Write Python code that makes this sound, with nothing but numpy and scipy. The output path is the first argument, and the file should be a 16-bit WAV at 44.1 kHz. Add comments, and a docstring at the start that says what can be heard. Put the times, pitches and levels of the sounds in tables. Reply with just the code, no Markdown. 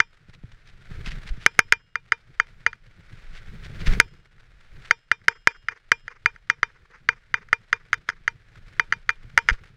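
"""Hard clacks over the rumble and crunch of a mountain bike on a dirt trail, heard by the rider's microphone.
A loose hard part near the microphone clacks as decaying sines plus gritty noise; it may rebound or slide.
Tyre rumble, grit and wind are coloured noises that follow how hard the bike rolls.
Stone patches are noise bursts, tyre thumps are decaying sines and gusts are single pressure dips.
A slow limiter ducks everything after a peak and the input flattens what is too loud."""
import sys
import numpy as np
from scipy import signal
from scipy.fft import rfft, irfft, next_fast_len
from scipy.io import wavfile

SR = 44100
rng = np.random.default_rng(int(sys.argv[2]) if len(sys.argv) > 2 else 0)


def log_audio(samples):
    """Write samples as a 16-bit WAV file to the path given in sys.argv[1]."""
    # one column per channel
    frames = np.atleast_2d(samples).T
    # limit to full scale, then quantise
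    limited = np.clip(frames, -1, 1)
    pcm = np.round(limited * 32767).astype(np.int16)
    wavfile.write(sys.argv[1], SR, pcm)


N = 430416
TIME = np.arange(N) / SR

# blows of the loose part: (time [s], force [dB], contact grit relative to force [dB],
# rebound [share of force], later slide [gain, 1 = firm, 0 = none])
CLACKS = [(0.0022, 2.5, 7, 0, 0), (1.4625, 8.5, -4.5, 0, 0), (1.5909, 13, 5, 0.081, 0),
          (1.723, 13, -8, .14, .9), (1.9555, -7.5, -14, 0, 0), (2.1207, -0.5, 3, 0.024, 0),
          (2.399, -1.5, -4, 0, 0.16), (2.664, 0, -2, 0.032, 0), (2.73, -23.5, -22, 0.038, 0),
          (4.0001, 10.5, -3.5, .1, 0), (4.381, -47, 2, 0, 0), (4.848, -38.5, 11.5, 0, 0),
          (4.9095, 3.5, -6.5, 0, 0), (5.1151, 1.6, -2.5, 0, 0.11), (5.2153, -45.5, -5, 0.071, 0),
          (5.282, 6, 3.5, 0, 1), (5.4723, 6.5, -5, 0, 1.36), (5.685, -8, -16, 0.026, 0.98),
          (5.9173, 5, 3, 0, 0), (6.08, -19.5, -13, 0, 0.79), (6.259, 1, -12, 0.015, 0.38),
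          (6.3607, -32.5, -11, 0.043, 0), (6.4993, 0, 8.5, 0.04, 0.34), (6.6302, -0.5, -3, 0, 0),
          (7.0888, 0.5, -9, 0, 0.6), (7.3411, -2, -18, 0.016, 0.9), (7.487, -38, 12, 0, 0.1),
          (7.5294, -0.6, -8, 0.024, 0), (7.7286, -0.3, -3, 0.022, 0.55), (7.9302, -2, -11, 0.23, 0.17),
          (8.0885, -6.5, 12.5, 0.41, 0.42), (8.278, -4, 6.5, 0.032, 0.036), (8.7962, -0.3, 0, 0, 0.21),
          (8.924, -1, -0.5, .15, 0), (9.0919, -2, -13.5, 0.19, 0.18), (9.3764, 4.5, -13, 0.2, 0.35),
          (9.487, 0.5, 10, 0.44, 0), (9.5059, -11.5, 2.5, 0, 0.58)]
# spectrum of the sliding or rattling part: (frequency [Hz], relative density [dB])
RUB_COLOUR = [(300, -20), (460, 3.5), (620, -25), (950, -4.5), (1450, 2.5), (2050, 0.5), (2700, -13),
              (4000, -33), (4800, -17), (5500, -22), (6300, -22.5), (7500, -39), (14000, -59.5)]


def from_db(db):
    """Decibels to gain."""
    return 10 ** (np.asarray(db) / 20)


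def rms_one(x):
    """Scale to an rms of 1."""
    return x / np.sqrt(np.mean(x ** 2) + 1e-20)


def add(out, start_s, sound):
    """Mix a short sound into out at start_s."""
    start = int(np.clip(round(start_s * SR), 0, N - 1))
    out[start:start + len(sound)] += sound[:N - start]


def drift(corner_hz):
    """Smooth random curve of rms 1: noise through two equal low-pass poles, at 1/40 of the sample rate."""
    step, warmup = 40, 2000  # samples, slow samples
    pole = np.exp(-2 * np.pi * corner_hz * step / SR)
    white = rng.standard_normal(N // step + warmup + 2)
    slow = signal.lfilter([1], [1, -2 * pole, pole * pole], white)[warmup:]
    return np.interp(np.arange(N) / step, np.arange(len(slow)), rms_one(slow))


def coloured(x, spectrum):
    """Shape x by a spectrum that falls away below its first point; rms 1."""
    hz, db = np.transpose(spectrum)
    size = next_fast_len(N)
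    f = np.fft.rfftfreq(size, 1 / SR) + 1  # +1 keeps the log finite
    gain = from_db(np.interp(np.log(f), np.log(hz), db))
    gain *= np.minimum(f / hz[0], 1) ** 2
    return rms_one(irfft(rfft(x, size) * gain, size)[:N])


def noise(spectrum):
    """Coloured noise of rms 1."""
    return coloured(rng.standard_normal(N), spectrum)


def swell(centre_s, length_s):
    """Raised-cosine bump of height 1."""
    return np.cos(np.pi * np.clip((TIME - centre_s) / length_s, -.5, .5)) ** 2


def struck(modes, count, spread_db, detune, pitch=1):
    """Struck body: decaying sines of alternating sign, with random level and tuning at each blow."""
    hz, db, t60_s = np.transpose(modes)[:, :, None]
    strength, shift = rng.standard_normal((2, len(modes), 1))
    t = np.arange(count) / SR
    sign = (-1) ** np.arange(len(modes))[:, None]
    decay = from_db(db + spread_db * strength - 60 * t / t60_s)
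    sines = np.sin(2 * np.pi * hz * (pitch + detune * shift) * t)
    return np.sum(sign * decay * sines, axis=0)


def rolling(follows):
    """Gain that moves `follows` dB per dB of rolling level (speed and tyre load); 1 at an easy pace."""
    # rolling level, joined by straight lines: (time [s], level [dB])
    roll_curve = [(0.0, -70.5), (0.83, -61), (0.95, -51), (1.73, -57), (1.89, -70.5), (2.61, -62.5),
                  (2.79, -67.5), (3.31, -55), (3.73, -53.0), (3.93, -36), (4.09, -59), (4.27, -71),
                  (4.91, -56), (4.95, -71), (5.47, -70.5), (7.41, -66.5), (8.35, -66), (8.83, -60),
                  (9.05, -65), (9.47, -59), (9.76, -66.5)]
    easy_roll_db = -60
    roll_db = np.interp(TIME, *np.transpose(roll_curve))
    return from_db(follows * (roll_db - easy_roll_db))


def wind(wind_db=-47.5, follows=1.15, eddies_db=2.5, eddies_hz=9, buffet_highpass_hz=12):
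    """Eddies make a low, fluctuating noise at the microphone; gusts add single pressure dips."""
    # wind spectrum: (frequency [Hz], relative density [dB])
    wind_colour = [(14, 4), (28, 3), (50, -9), (90, -17), (200, -34.5), (500, -67.5)]
    # gusts: (centre [s], length [s], peak before the high-pass [dB])
    buffets = [(1.083, 0.031, -17.5), (1.317, 0.026, -13.5), (3.889, 0.026, -5), (9.521, 0.018, -11.5)]
    eddies = from_db(wind_db + eddies_db * drift(eddies_hz)) * noise(wind_colour)
    dips = np.zeros(N)
    for centre_s, length_s, db in buffets:
        dips -= from_db(db) * swell(centre_s, length_s)
    highpass = signal.butter(1, buffet_highpass_hz, "high", fs=SR, output="sos")
    return rolling(follows) * eddies + signal.sosfilt(highpass, dips)


def tyre_rumble(tyre_db=-56, follows=1.1, lumps_db=5.5, lumps_hz=14):
    """Tyres drum on uneven ground: low noise of wandering level."""
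    # tyre spectrum: (frequency [Hz], relative density [dB])
    tyre_colour = [(40, -12), (80, -1.5), (120, 2), (175, -4.5), (250, -18.5), (450, -19.5), (600, -31),
                   (2000, -59)]
    lumps = from_db(tyre_db + lumps_db * drift(lumps_hz))
    return rolling(follows) * lumps * noise(tyre_colour)


def grit(grains_per_s=1800, size_db=2.5, grain_db=-62, hiss_db=-62, clump_db=5.0, clump_hz=38, follows=.85):
    """Grains crack under the tread as random impulses, in clumps, over a smooth rush."""
    # grit spectrum: (frequency [Hz], relative density [dB])
    grit_colour = [(200, -10), (450, 0.5), (650, -3), (1000, -5), (1450, 6), (2200, 3.5), (2800, -3.5),
                   (3700, -4.5), (5000, -10), (6500, -16.5), (8000, -20), (11000, -28.5), (15000, -42)]
    is_grain = rng.random(N) < grains_per_s / SR
    size = np.minimum(rng.exponential(1, N), 4)
    sign = rng.choice([-1, 1], N)
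    cracks = is_grain * sign * from_db(size_db * size)
    crunch = from_db(grain_db + clump_db * drift(clump_hz)) * coloured(cracks, grit_colour)
    rush = from_db(hiss_db) * noise(grit_colour)
    return rolling(follows) * (crunch + rush)


def stones(stone_db=-2, knock_db=4.0, knock_hz=120):
    """Tyres plough through loose stones: short, bright, uneven bursts of noise."""
    # stone patches: (centre [s], length [s], level before stone_db [dB])
    patches = [(0.344, 0.044, -50.5), (0.521, 0.012, -42), (0.685, 0.1, -55.5), (1.073, 0.06, -35.5),
               (1.12, 0.051, -39.5), (1.285, 0.051, -41), (1.431, 0.1, -47.5), (3.364, 0.096, -46.5),
               (3.651, 0.056, -44.5), (3.808, 0.042, -38.5), (3.872, 0.042, -29), (3.934, 0.036, -34),
               (4.854, 0.028, -42), (9.535, 0.022, -40.5)]
    # stone spectrum: (frequency [Hz], relative density [dB])
    stone_colour = [(300, -2.5), (900, 0.5), (1600, 12.5), (2400, 11.5), (4800, 2.5), (8000, -12),
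                    (11000, -21.5), (15000, -37)]
    envelope = np.zeros(N)
    for centre_s, length_s, db in patches:
        envelope += from_db(db) * swell(centre_s, length_s)
    knocks = from_db(stone_db + knock_db * drift(knock_hz))
    return envelope * knocks * noise(stone_colour)


def thumps():
    """A root sets the tyre casing drumming: a few low, damped modes."""
    # tyre strikes: (time [s], level [dB])
    strikes = [(0.287, -32.5), (.91, -25), (1.073, -23), (.437, -26.5), (1.376, -27), (3.873, -10),
               (9.243, -28), (9.517, -23)]
    # casing modes: (nominal frequency [Hz], mean level [dB], t60 [s])
    casing_modes = [(63, 1, 0.026), (113, -2, .07), (156, -2, 0.022)]
    out = np.zeros(N)
    for s, db in strikes:
        add(out, s, from_db(db) * struck(casing_modes, count=5000, spread_db=1.3, detune=0.042))
    return out


def rubs(rub_db=-43, rough_db=2.0, rough_hz=90, fidget_db=-11, fidget_hz=24):
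    """Dry friction of the loose part: noise as it slides and slides back, and a faint stretch of fidgeting."""
    slide_after_s, slide_s = .036, 0.051  # centre after the clack, length
    back_after_s, back_s, back_db = 0.0828, 0.043, -9  # the lighter slide back
    fidget_from_s, fidget_to_s = 6.56, 7.14
    envelope = np.zeros(N)
    for s, *_, slide in CLACKS:
        if slide > 0:
            envelope += slide * swell(s + slide_after_s, slide_s)
            envelope += slide * from_db(back_db) * swell(s + back_after_s, back_s)
    stretch = swell((fidget_from_s + fidget_to_s) / 2, fidget_to_s - fidget_from_s)
    envelope += from_db(fidget_db) * np.maximum(drift(fidget_hz), 0) * stretch
    return envelope * from_db(rub_db + rough_db * drift(rough_hz)) * noise(RUB_COLOUR)


def clacks(soft_hz=7500, stiffening_per_db=0.0034, ring_db=-21,
           metal_db=-70, metal_grows=2.7, metal_limit_db=-52, crack_grows=1.577,
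           rattle_db=-15, rattle_t60_s=0.091,
           contact_db=-30, rebound_contact_db=-19, contact_t60_s=0.021, rebound_after_s=.0105):
    """Hard blows: gritty contact, a few cycles of a damped body, a short ring and a faint rattle."""
    # modes below: (nominal frequency [Hz], relative level [dB], t60 [s])
    body_modes = [(1273.7, -3.5, 0.0097), (1449.4, -0.8, 0.012), (1593, -1.78, 0.015), (1836, 4.5, 0.0065),
                  (2130.6, -3.07, 0.012), (2694, -20.5, 0.01), (3120, -9.5, 0.0044), (3092, -21.5, 0.019),
                  (4070, -44.5, 0.0022), (4810, -25, 0.026), (6022, -21, 0.0054), (6233, -22.5, 0.015),
                  (10780, -41, 0.021), (102, -32, 0.045)]  # stiff, heavily damped struck body
    crack_modes = [(2875, -19, 0.0092), (3127, -20, 0.0097), (1890, -13, 0.0037)]  # sharper crack of a hard blow
    ring_modes = [(460, -17.5, .08), (928, -9.5, .075), (2396, -2, .075), (3052, -31, .14),
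                  (3610, -27, .13), (4748, -37, .13), (5642, -35, .12)]  # tones that hang on
    metal_modes = [(2848, -8, .95), (3205, -1, .45), (3451, 1, .22), (3610, 5, .16), (5109, -1, .45),
                   (5265, -3, .36), (7230, -7, .18), (7348, -13, .45)]  # thin metal, heard mainly after hard blows
    # spectrum of the gritty contact: (frequency [Hz], relative density [dB])
    contact_colour = [(1200, -12), (2000, 9.5), (2900, 4.5), (4000, -5.5), (5200, 3.5), (6400, 0.5),
                      (8000, -23), (14000, -35.5)]
    body, rings, shake, contact = np.zeros((4, N))
    age_s = TIME[:8000]
    scuff = from_db(-60 * age_s / contact_t60_s)
    for s, force_db, gritty_db, rebound, _ in CLACKS:
        force = from_db(force_db)
        after_db = force_db + ring_db
        pitch = 1 + stiffening_per_db * max(force_db, 0)  # a hard blow stiffens the body
        add(body, s, force * struck(body_modes, count=2000, spread_db=1.0, detune=0.018, pitch=pitch))
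        add(rings, s, from_db(after_db) * struck(ring_modes, count=8000, spread_db=3.0, detune=0))
        add(shake, s, from_db(after_db + rattle_db - 60 * age_s / rattle_t60_s))
        add(contact, s, from_db(contact_db + force_db + gritty_db) * scuff)
        # harder contact is shorter: crack and, up to a limit, metal outgrow the force
        crack_gain = from_db(crack_grows * force_db)
        add(body, s, crack_gain * struck(crack_modes, count=2000, spread_db=2.0, detune=0))
        metal_gain = from_db(min(metal_db + metal_grows * force_db, metal_limit_db))
        add(rings, s, metal_gain * struck(metal_modes, count=24000, spread_db=0.5, detune=0))
        # the rebound is a glancing touch, with no ring of its own
        touch, touch_s = rebound * force, s + rebound_after_s
        add(body, touch_s, touch * struck(body_modes, count=2000, spread_db=0.32, detune=0.016))
        add(contact, touch_s, touch * from_db(rebound_contact_db) * scuff)
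    # the surfaces give a little, which rounds the first edge
    body = signal.sosfilt(signal.butter(2, soft_hz, fs=SR, output="sos"), body)
    rattle = shake * noise(RUB_COLOUR)
    return body + rings + rattle + contact * noise(contact_colour)


def limiter(x, threshold_db=0.5, attack_s=.005, release_db_per_s=45):
    """Ducks the level after a peak, too late to catch its onset, and recovers steadily in dB."""
    over_db = np.maximum(20 * np.log10(np.abs(x) + 1e-9) - threshold_db, 0)
    recovery_db = release_db_per_s * TIME
    held_db = np.maximum.accumulate(over_db + recovery_db) - recovery_db
    pole = np.exp(-1 / (attack_s * SR))
    reduction_db = signal.lfilter([1 - pole], [1, -pole], held_db)
    return x * from_db(-reduction_db)


def scene():
    """All sources add up at one microphone in the open air."""
    trail = wind() + tyre_rumble() + grit() + stones() + thumps()
    return (trail + rubs() + clacks())[None]


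def record(dry, top=0.86, cutoff_hz=15800):
    """The limiter ducks, the input flattens peaks towards `top`, and a steep low-pass ends the band."""
    limited = limiter(dry[0])[None]
    clipped = limited / (1 + (limited / top) ** 10) ** (1 / 10)
    lowpass = signal.ellip(10, .1, 80, cutoff_hz, fs=SR, output="sos")  # 0.1 dB ripple, 80 dB stopband
    return signal.sosfilt(lowpass, clipped)


dry = scene()
out = record(dry)
log_audio(out)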